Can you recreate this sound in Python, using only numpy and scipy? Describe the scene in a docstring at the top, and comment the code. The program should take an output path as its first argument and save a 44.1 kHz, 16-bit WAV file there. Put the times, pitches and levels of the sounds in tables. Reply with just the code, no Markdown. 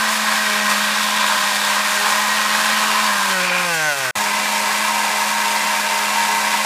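"""Outdoors, over a faint low rumble, a mains-powered palm sander works a wooden handle.
Its weighted shaft hums, its loaded motor whines, its pad chatters on the ringing wood, its grit hisses.
The motor sags as the tool is shifted, and the pad knocks once a turn in an even, falling buzz.
After an instant of silence the sander is at full speed again on a second spot of the handle."""
import sys
import numpy as np
from scipy import signal
from scipy.fft import rfft, irfft, next_fast_len
from scipy.io import wavfile
from scipy.ndimage import map_coordinates

SR = 44100
rng = np.random.default_rng(int(sys.argv[2]) if len(sys.argv) > 2 else 0)


def pcm_store(signal):
    """Save signal as 16-bit PCM."""
    levels = np.round(np.clip(np.atleast_2d(signal), -1, 1) * 32767)
    wavfile.write(sys.argv[1], SR, levels.astype(np.int16).T)


N = 293262
TIME_S = np.arange(N) / SR
SILENCE_S = (4.109, 4.155)  # between the two spots


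def amp(db):
    """Decibels to gain."""
    return 10 ** (np.asarray(db) / 20)

def unit(x):
    """x at rms 1."""
    return x / np.sqrt(np.mean(x ** 2) + 1e-20)

def curves(rows):
    """One value per sample for each column after the time."""
    times_s, *columns = np.transpose(rows)
    return [np.interp(TIME_S, times_s, column) for column in columns]

def held(start_s, end_s, ramp_s):
    """Attack, hold and release, 0 to 1."""
    return np.clip(.5 + np.minimum(TIME_S - start_s, end_s - TIME_S) / ramp_s, 0, 1)

def swells(rows):
    """A sum of bell curves, one per (centre in seconds, half width in seconds, height)."""
    grid_s = TIME_S[::SR // 1000]
    total = sum(height * np.exp(-((grid_s - s) / width_s) ** 2) for s, width_s, height in rows)
    return np.interp(TIME_S, grid_s, total)

def wobble(rate_hz, size=N):
    """A smooth random curve with knots at rate_hz."""
    knots = rng.standard_normal(int(size * rate_hz / SR) + 4)
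    return map_coordinates(knots, [np.arange(size) * rate_hz / SR])

def by_spot(first, second):
    """One value on the first spot, another on the second."""
    return np.where(TIME_S < np.mean(SILENCE_S), first, second)

def body_response(spectrum, resonances=()):
    """Frequencies and causal log response (log gain + j phase) of a ringing body."""
    size = 2 * next_fast_len(N // 2 + SR // 4)
    hz = np.fft.rfftfreq(size, 1 / SR)
    knots_hz, knots_db = np.transpose(spectrum)
    db = np.interp(np.log(hz + 1), np.log(knots_hz), knots_db)
    for centre_hz, width_hz, lift_db in resonances:
        db += lift_db / (1 + (2 * (hz - centre_hz) / width_hz) ** 2)
    cepstrum = irfft(np.log(amp(db)))
    cepstrum[size // 2:] = 0
    return hz, rfft(2 * cepstrum)

def colour(x, spectrum, resonances=()):
    """x rung through a body, at rms 1."""
    hz, response = body_response(spectrum, resonances)
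    return unit(irfft(rfft(x, 2 * (len(hz) - 1)) * np.exp(response))[:N])

def grains(force, per_s, spread_db):
    """Tiny impacts of uneven size, harder under more force."""
    hits = rng.random(N) < per_s / SR
    return force * hits * rng.choice([-1, 1], N) * amp(spread_db * rng.standard_normal(N))

# The rumble's swell, then the thump. Each row: centre in seconds, half width in seconds, level in dB.
LOW_SWELLS = [(3.92, 0.3, -54.5), (4.163, 0.02, -43)]

def rumble_and_thump(first_db=-72, second_db=-64.5):
    """A faint low rumble swells as the motor slows; a soft thump marks the cut where sound returns."""
    level = amp(by_spot(first_db, second_db))
    level += swells([(s, width_s, amp(db)) for s, width_s, db in LOW_SWELLS])
    return level * colour(rng.standard_normal(N), [(20, -8), (70, -1), (130, 6), (300, -6), (3000, -33)])

def with_echoes(x, echo_db=-14, spread_s=.025, count=14):
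    """Ground, bench and bins throw back weak early echoes."""
    delays = (SR * (.002 + spread_s * rng.random(count))).astype(int)
    echoes = sum(rng.choice([-1, 1]) * np.pad(x, (delay, 0))[:N] for delay in delays)
    return x + amp(echo_db) * echoes / np.sqrt(count)

# Each row: time in seconds, contact in dB.
EASING = [(3.25, -1.5), (3.31, 0.5), (3.345, -8), (3.39, -5), (3.43, -1.5), (3.63, -2), (3.7, -12),
          (3.94, -18), (4.03, -9), (4.1, -19)]

def ease_db():
    """The hand eases the pad off the first spot."""
    return by_spot(curves(EASING)[0], 0)

def tilted():
    """1 while the pad stands on its edge."""
    return held(3.41, 3.67, ramp_s=0.17)

# The paper catches. Each row: centre in seconds, half width in seconds, lift in dB.
CATCHES = [(0.33, 0.059, 3), (0.71, 0.026, 6.5), (1.28, 0.14, 2.5), (1.72, 0.28, 1.5), (2.1, 0.059, 3.5),
           (2.62, 0.3, 3), (3.02, 0.17, 0.5), (5.0, 0.07, 1.5), (6.33, 0.05, 0.5), (6.55, 0.021, 2.5)]
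# Each mix: first spot in dB, second spot in dB, share of catch, share of easing, tilt change in dB.
CHATTER_MIX = (-24, -24.5, 0.86, 1, 0)
RASP_MIX = (-20.5, -22.5, 0.27, 0.62, -3)
HISS_MIX = (-26, -26.5, 0.17, 0.21, -2.5)

def layer_db(mix, waver_db=0.5):
    """A contact layer rises as the paper catches and falls as the pad is eased off or tilted."""
    first_db, second_db, catch_share, ease_share, tilt_db = mix
    base_db = by_spot(first_db, second_db) + waver_db * wobble(11)
    return base_db + catch_share * swells(CATCHES) + ease_share * ease_db() + tilt_db * tilted()

# Each row: time in seconds, shaft speed in Hz, hum in dB.
MOTOR = [(0, 216.8, -35), (0.72, 208, -31.5), (1.17, 210, -35), (1.43, 203.8, -38.5), (1.85, 206.2, -38),
         (2.3, 209.7, -36), (2.56, 209.7, -36), (2.68, 213, -35), (3.04, 213.3, -33), (3.15, 201.5, -35),
         (3.27, 195.9, -37), (3.32, 191.5, -34.5), (3.41, 181.9, -34.5), (3.5, 179.5, -37),
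         (3.6, 179.8, -35.5), (3.655, 177.4, -36), (3.7, 171.2, -36), (3.76, 161.8, -37),
         (3.88, 149.4, -39), (3.955, 139, -48), (4.0, 135.5, -42.5), (4.11, 123.1, -43),
         (4.135, 208.6, -38), (4.22, 208, -35.5), (4.7, 208.9, -36), (4.85, 210.4, -37),
         (5.3, 210.5, -36.5), (5.75, 208, -38.5), (6.65, 210.8, -36)]
# Hand strokes rock the pad. Each row: centre in seconds, swell of the hum's octave in dB.
STROKES = [(0.52, -39.5), (2.03, -40), (2.92, -48), (4.28, -45), (4.66, -43.5), (5.14, -46), (5.49, -44.5),
           (5.96, -44), (6.36, -44)]
STROKE_HALF_WIDTH_S = 0.0849

def motor(drag_hz=1.2, dip_db=2.5, flutter_hz=0.607):
    """Shaft speed and hum level: each stroke drags the motor and weakens its fundamental."""
    shaft_hz, hum_db = curves(MOTOR)
    push = swells([(s, STROKE_HALF_WIDTH_S, 1) for s, _ in STROKES])
    push -= push.mean()
    return shaft_hz - drag_hz * push + flutter_hz * wobble(16), hum_db - dip_db * push

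# Housing resonances that the third order slides through. Each row: frequency in Hz, level in dB.
THIRD_ORDER = [(390, -42.5), (460, -42.5), (513, -29), (540, -29.5), (562, -29), (590, -41), (614, -35),
               (628, -36), (645, -37.5)]

def hum(angle, shaft_hz, hum_db, octave_floor_db=-54.5, eased_octave_re_hum_db=-7.5):
    """The off-centre weight shakes the housing at the first three multiples of the shaft speed."""
    eased = held(EASING[0][0], SILENCE_S[0], ramp_s=0.17)
    octave = amp(octave_floor_db) + swells([(s, STROKE_HALF_WIDTH_S, amp(db)) for s, db in STROKES])
    octave += amp(hum_db + eased_octave_re_hum_db) * eased
    third_db = np.interp(3 * shaft_hz, *np.transpose(THIRD_ORDER)) + by_spot(0, -1.5)
    jostle_rad = 0.19 * amp(ease_db()) * wobble(55)  # the wood jostles the overtones
    out = np.zeros(N)
    for order, level in enumerate([amp(hum_db), octave, amp(third_db)], 1):
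        flicker = amp(0.41 * order * wobble(10)) * (1 + 0.069 * order * wobble(45))
        out += level * flicker * np.sqrt(2) * np.sin(order * angle + (order - 1) * jostle_rad)
    return out

# Each row: shaft order, ripple order, dB over the chatter on the first spot, the same on the second.
WHINE_TONES = [(0.98, 1, -50, -31), (2.007, -1, -36.5, -30), (2, 1, -25.5, -27), (3, 1, -21.5, -16),
               (5, -1, -16, -8), (6, 0, -20, -15), (7, 0, -14, -26), (8, -1, -16.5, -14),
               (8, 0, -13.5, -16), (9, 0, -16, -20), (11, 0, -21, -20), (13, 0, -26, -20)]

def whine(angle, ripple, waver_db=2.5, drift_rad=0.34, grind_rad=0.053):
    """The loaded motor sings, with side tones from the mains torque; grinding roughens high orders."""
    load_db = layer_db(CHATTER_MIX)
    out = np.zeros(N)
    for order, ripple_order, first_db, second_db in WHINE_TONES:
        level = amp(load_db + by_spot(first_db, second_db) + waver_db * wobble(16))
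        jitter_rad = drift_rad * wobble(25) + grind_rad * order * wobble(70)
        out += level * np.sqrt(2) * np.sin(order * angle + ripple_order * ripple + jitter_rad)
    return out

# Each row: start in seconds, end in seconds, shaft order, ripple order, level in dB.
SUNG_TONES = [(2.62, 3.05, 13, 0, -33), (2.64, 3.0, 14, 0, -39), (2.58, 2.85, 15, 0, -36),
              (2.747, 3.2, 6, 0, -34), (3.08, 3.3, 8, 0, -30), (3.29, 3.39, 16, 0, -34),
              (3.325, 3.41, 14, 0, -31), (3.322, 3.408, 8, 0, -23), (3.3, 3.41, 5, 0, -30),
              (3.32, 3.41, 7, 0, -32), (4.18, 4.27, 5, -1, -24.5), (4.38, 4.44, 5, -1, -29),
              (4.537, 4.697, 5, -1, -27), (4.898, 5.112, 5, -1, -27), (5.2, 5.6, 5, -1, -26.5),
              (5.651, 6.05, 5, -1, -30.5), (6.14, 6.41, 5, -1, -24), (6.52, 6.61, 5, -1, -32)]

def singing(angle, ripple, waver_db=0.5, drift_rad=0.44):
    """For a moment the pad falls in with one motor tone and holds it."""
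    out = np.zeros(N)
    for start_s, end_s, order, ripple_order, db in SUNG_TONES:
        level = amp(db) * held(start_s, end_s, ramp_s=0.047)
        on = level > 0
        phase = order * angle[on] + ripple_order * ripple[on] + drift_rad * wobble(31.3, on.sum())
        out[on] += level[on] * amp(waver_db * wobble(34, on.sum())) * np.sqrt(2) * np.cos(phase)
    return out

# Each row: start in seconds, end in seconds, gain in dB.
BUZZ_SPELLS = [(3.32, 3.42, -5.5), (3.42, 3.67, -7), (3.67, 3.785, 0.5), (3.785, 3.946, 1),
               (3.953, 4.15, -4.5)]
# Ring of the tapping pad. Each row: frequency in Hz, level of an overtone there in dB.
PAD_RING = [(500, -34.5), (650, -33), (820, -35), (960, -35), (1050, -36), (1210, -30), (1330, -41),
            (1410, -28.5), (1490, -24.5), (1560, -26.5), (1640, -28), (1735, -38.5), (1890, -31),
            (2100, -37), (2280, -38.5), (2480, -39.5), (2680, -33.5), (3000, -50), (3200, -42), (3550, -48),
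            (4100, -47), (4500, -45), (4780, -43), (5100, -49), (5500, -42), (5850, -47), (6280, -42),
            (6600, -49), (7000, -48), (8500, -51)]
# Shape of the knock. Each row: shaft order, lift in dB.
KNOCK_LIFTS = [(5, 4), (6, 0), (7, 1), (8, -12), (11, -2)]

def buzz(angle, shaft_hz, waver_db=2.3, drift_rad=0.014, scatter_rad=0.95):
    """Lightly loaded, the pad knocks once a turn; the overtones slide down through its resonances."""
    level = sum(amp(db) * held(start_s, end_s, ramp_s=0.043) for start_s, end_s, db in BUZZ_SPELLS)
    on = level > 0
    hz, response = body_response(PAD_RING)
    out = np.zeros(N)
    for order in range(4, 56):
        tone_hz = order * shaft_hz[on]
        db = np.interp(tone_hz, *np.transpose(PAD_RING)) + dict(KNOCK_LIFTS).get(order, 0)
        lag_rad = np.interp(tone_hz, hz, response.imag) + scatter_rad * rng.standard_normal()
        phase = order * angle[on] + lag_rad + drift_rad * order * wobble(90.3, on.sum())
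        out[on] += amp(db + waver_db * wobble(20.35, on.sum())) * np.sqrt(2) * np.sin(phase)
    return level * out

def pad_force(angle, ripple):
    """Pad force swings with the orbit, the mains ripple and the beats between the two."""
    orbit = 0.06 * (np.cos(angle) + np.cos(2 * angle))
    beats = 0.095 * np.cos(angle - ripple) + 0.038 * np.cos(angle - 2 * ripple)
    stutter = 0.045 * wobble(70)
    return np.exp(orbit + 0.047 * np.cos(ripple) + beats + stutter)

# Each row: centre in seconds, half width in seconds, frequency in Hz, bandwidth in Hz, level in dB.
WOOD_RINGS = [(0.06, 0.07, 1046, 120, -25.5), (0.45, 0.4, 1620, 160, -28.5), (0.65, 0.29, 1895, 70, -29),
              (1.26, 0.14, 982, 80, -25), (1.25, 0.59, 3520, 600, -29.5), (1.72, 0.17, 984, 110, -26.5),
              (1.8, 0.12, 1880, 60, -33), (2.08, 0.18, 880, 70, -29), (2.2, 0.14, 1027, 60, -27),
              (2.35, 0.3, 1880, 70, -32), (2.66, 0.069, 1630, 110, -25), (3.02, 0.26, 1013, 110, -25),
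              (3.25, 0.07, 960, 129, -26.5), (3.22, 0.1, 1550, 130, -32), (3.56, 0.1, 1470, 110, -28),
              (4.07, 0.05, 1600, 900, -29)]

def ringing(force):
    """Bounces of the passing pad stir one resonance of the wood for a while."""
    out = np.zeros(N)
    for centre_s, width_s, hz, width_hz, db in WOOD_RINGS:
        b, a = signal.iirpeak(hz, hz / (1.5 * width_hz), SR)  # two passes narrow it to about width_hz
        bounces = grains(force, per_s=1500, spread_db=0.5)
        ring = signal.lfilter(b, a, signal.lfilter(b, a, bounces))
        out += amp(db) * np.exp(-((TIME_S - centre_s) / width_s) ** 2) * unit(ring)
    return out

# Each row: frequency in Hz, bandwidth in Hz, lift in dB.
FIRST_SPOT_MODES = [(548, 54, 8.5), (859, 50, 4), (1043, 120, 10), (1380, 50, -0.5), (1605, 205, 9),
                    (1780, 63, -2.5), (1880, 120, 8.5), (1980, 110, -2), (2400, 360, 4.5), (3700, 630, 2),
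                    (4500, 89, 4), (5930, 300, -0.5)]
SECOND_SPOT_MODES = [(547, 65, 9.5), (734, 12, 6), (917, 105, 8.5), (1058, 130, 7.5), (1210, 55, -12),
                     (1559, 59, 6.5), (1670, 97, 9.5), (1830, 100, 0.5), (2017, 160, 9), (2360, 200, 6.5),
                     (2520, 100, 2.5), (2734, 77, 7.5), (3630, 330, 1.5), (4830, 270, 1.5), (5270, 220, -3),
                     (5440, 180, 2), (8000, 270, 1.5)]

def wood(x, spectrum):
    """Pad and handle resonate with their own modes on each spot."""
    return by_spot(colour(x, spectrum, FIRST_SPOT_MODES), colour(x, spectrum, SECOND_SPOT_MODES))

def wander(x, depth_s=0.0016, rate_hz=5):
    """The resonances drift in pitch as the pad moves about."""
    return map_coordinates(x, [np.arange(N) + depth_s * SR * wobble(rate_hz)], mode="mirror")

# Contact spectra. Each row: frequency in Hz, relative density in dB.
CHATTER_SPECTRUM = [(30, -53), (100, -33), (180, -12), (280, -16.5), (450, -15.5), (680, -10), (820, -1.5),
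                    (1100, -1.5), (1300, -0.5), (1700, -24), (3000, -50.5)]
RASP_SPECTRUM = [(400, -35.5), (1000, -15), (1350, -5), (2000, -4), (3000, -5), (4200, -8), (5500, -9.5),
                 (9000, -43)]
HISS_SPECTRUM = [(1500, -32), (3800, -1.5), (5200, -1), (7000, 1), (10000, -3.5), (13000, -8),
                 (15300, -13.5)]
THIN_HISS_SPECTRUM = [(1500, -21), (2600, -2), (3800, -4.5), (5500, -2.5), (7500, -1), (10000, -3),
                      (13000, -8), (15300, -12)]
# The grit bites or skips. Each row: centre in seconds, half width in seconds, hiss change in dB.
GRIT_BITES = [(0.13, 0.03, 2.5), (0.707, 0.012, 3), (1.03, 0.014, 2), (1.28, 0.015, 3), (2.105, 0.017, 2.5),
              (2.65, 0.03, 1.5), (3.49, 0.025, -3.5), (3.745, 0.019, 3)]

def sanding(force, edge_db=-24):
    """The pad bounces and rasps as the grit cuts; tilted, its edge scrapes; lifted, the hiss thins."""
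    chatter_gain = amp(layer_db(CHATTER_MIX, waver_db=0))
    rasp_gain = amp(layer_db(RASP_MIX))
    hiss_gain = amp(layer_db(HISS_MIX) + swells(GRIT_BITES))
    chatter = wander(wood(grains(force, per_s=2500, spread_db=1), CHATTER_SPECTRUM))
    rasp = wood(grains(force, per_s=12000, spread_db=2.5), RASP_SPECTRUM)
    cuts = grains(force, per_s=25000, spread_db=3.5)
    lifted = held(3.67, 4.14, ramp_s=0.06)
    hiss = (1 - lifted) * wood(cuts, HISS_SPECTRUM) + lifted * colour(cuts, THIN_HISS_SPECTRUM)
    scratches = grains(force, per_s=12000, spread_db=2.5)
    edge = colour(scratches, [(600, -40), (2450, 9), (6000, -41)], resonances=[(2500, 420, 5.1)])
    return chatter_gain * chatter + rasp_gain * rasp + hiss_gain * hiss + amp(edge_db) * tilted() * edge

def scene(ripple_hz=120):
    """The sander, close by, over a faint low rumble."""
    shaft_hz, hum_db = motor()
    angle = 2 * np.pi * np.cumsum(shaft_hz) / SR
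    ripple = 2 * np.pi * ripple_hz * TIME_S  # phase of the pulsing mains torque
    force = pad_force(angle, ripple)
    contact = with_echoes(sanding(force) + ringing(force)) + buzz(angle, shaft_hz)
    tones = hum(angle, shaft_hz, hum_db) + whine(angle, ripple) + singing(angle, ripple)
    sound = rumble_and_thump() + tones + contact
    return np.array([sound, sound])

def record(dry, top_hz=15500, silence_db=-51, fade_s=0.0038):
    """The sound breaks off for an instant, and the highest treble is cut."""
    inside_s = np.minimum(TIME_S - SILENCE_S[0], SILENCE_S[1] - TIME_S)
    gate = amp(silence_db * np.clip(inside_s / fade_s, 0, 1))
    size = next_fast_len(N + SR // 4)
    passband = np.fft.rfftfreq(size, 1 / SR) < top_hz
    return irfft(rfft(dry * gate, size) * passband, size)[:, :N]


dry = scene()
out = record(dry)
pcm_store(out)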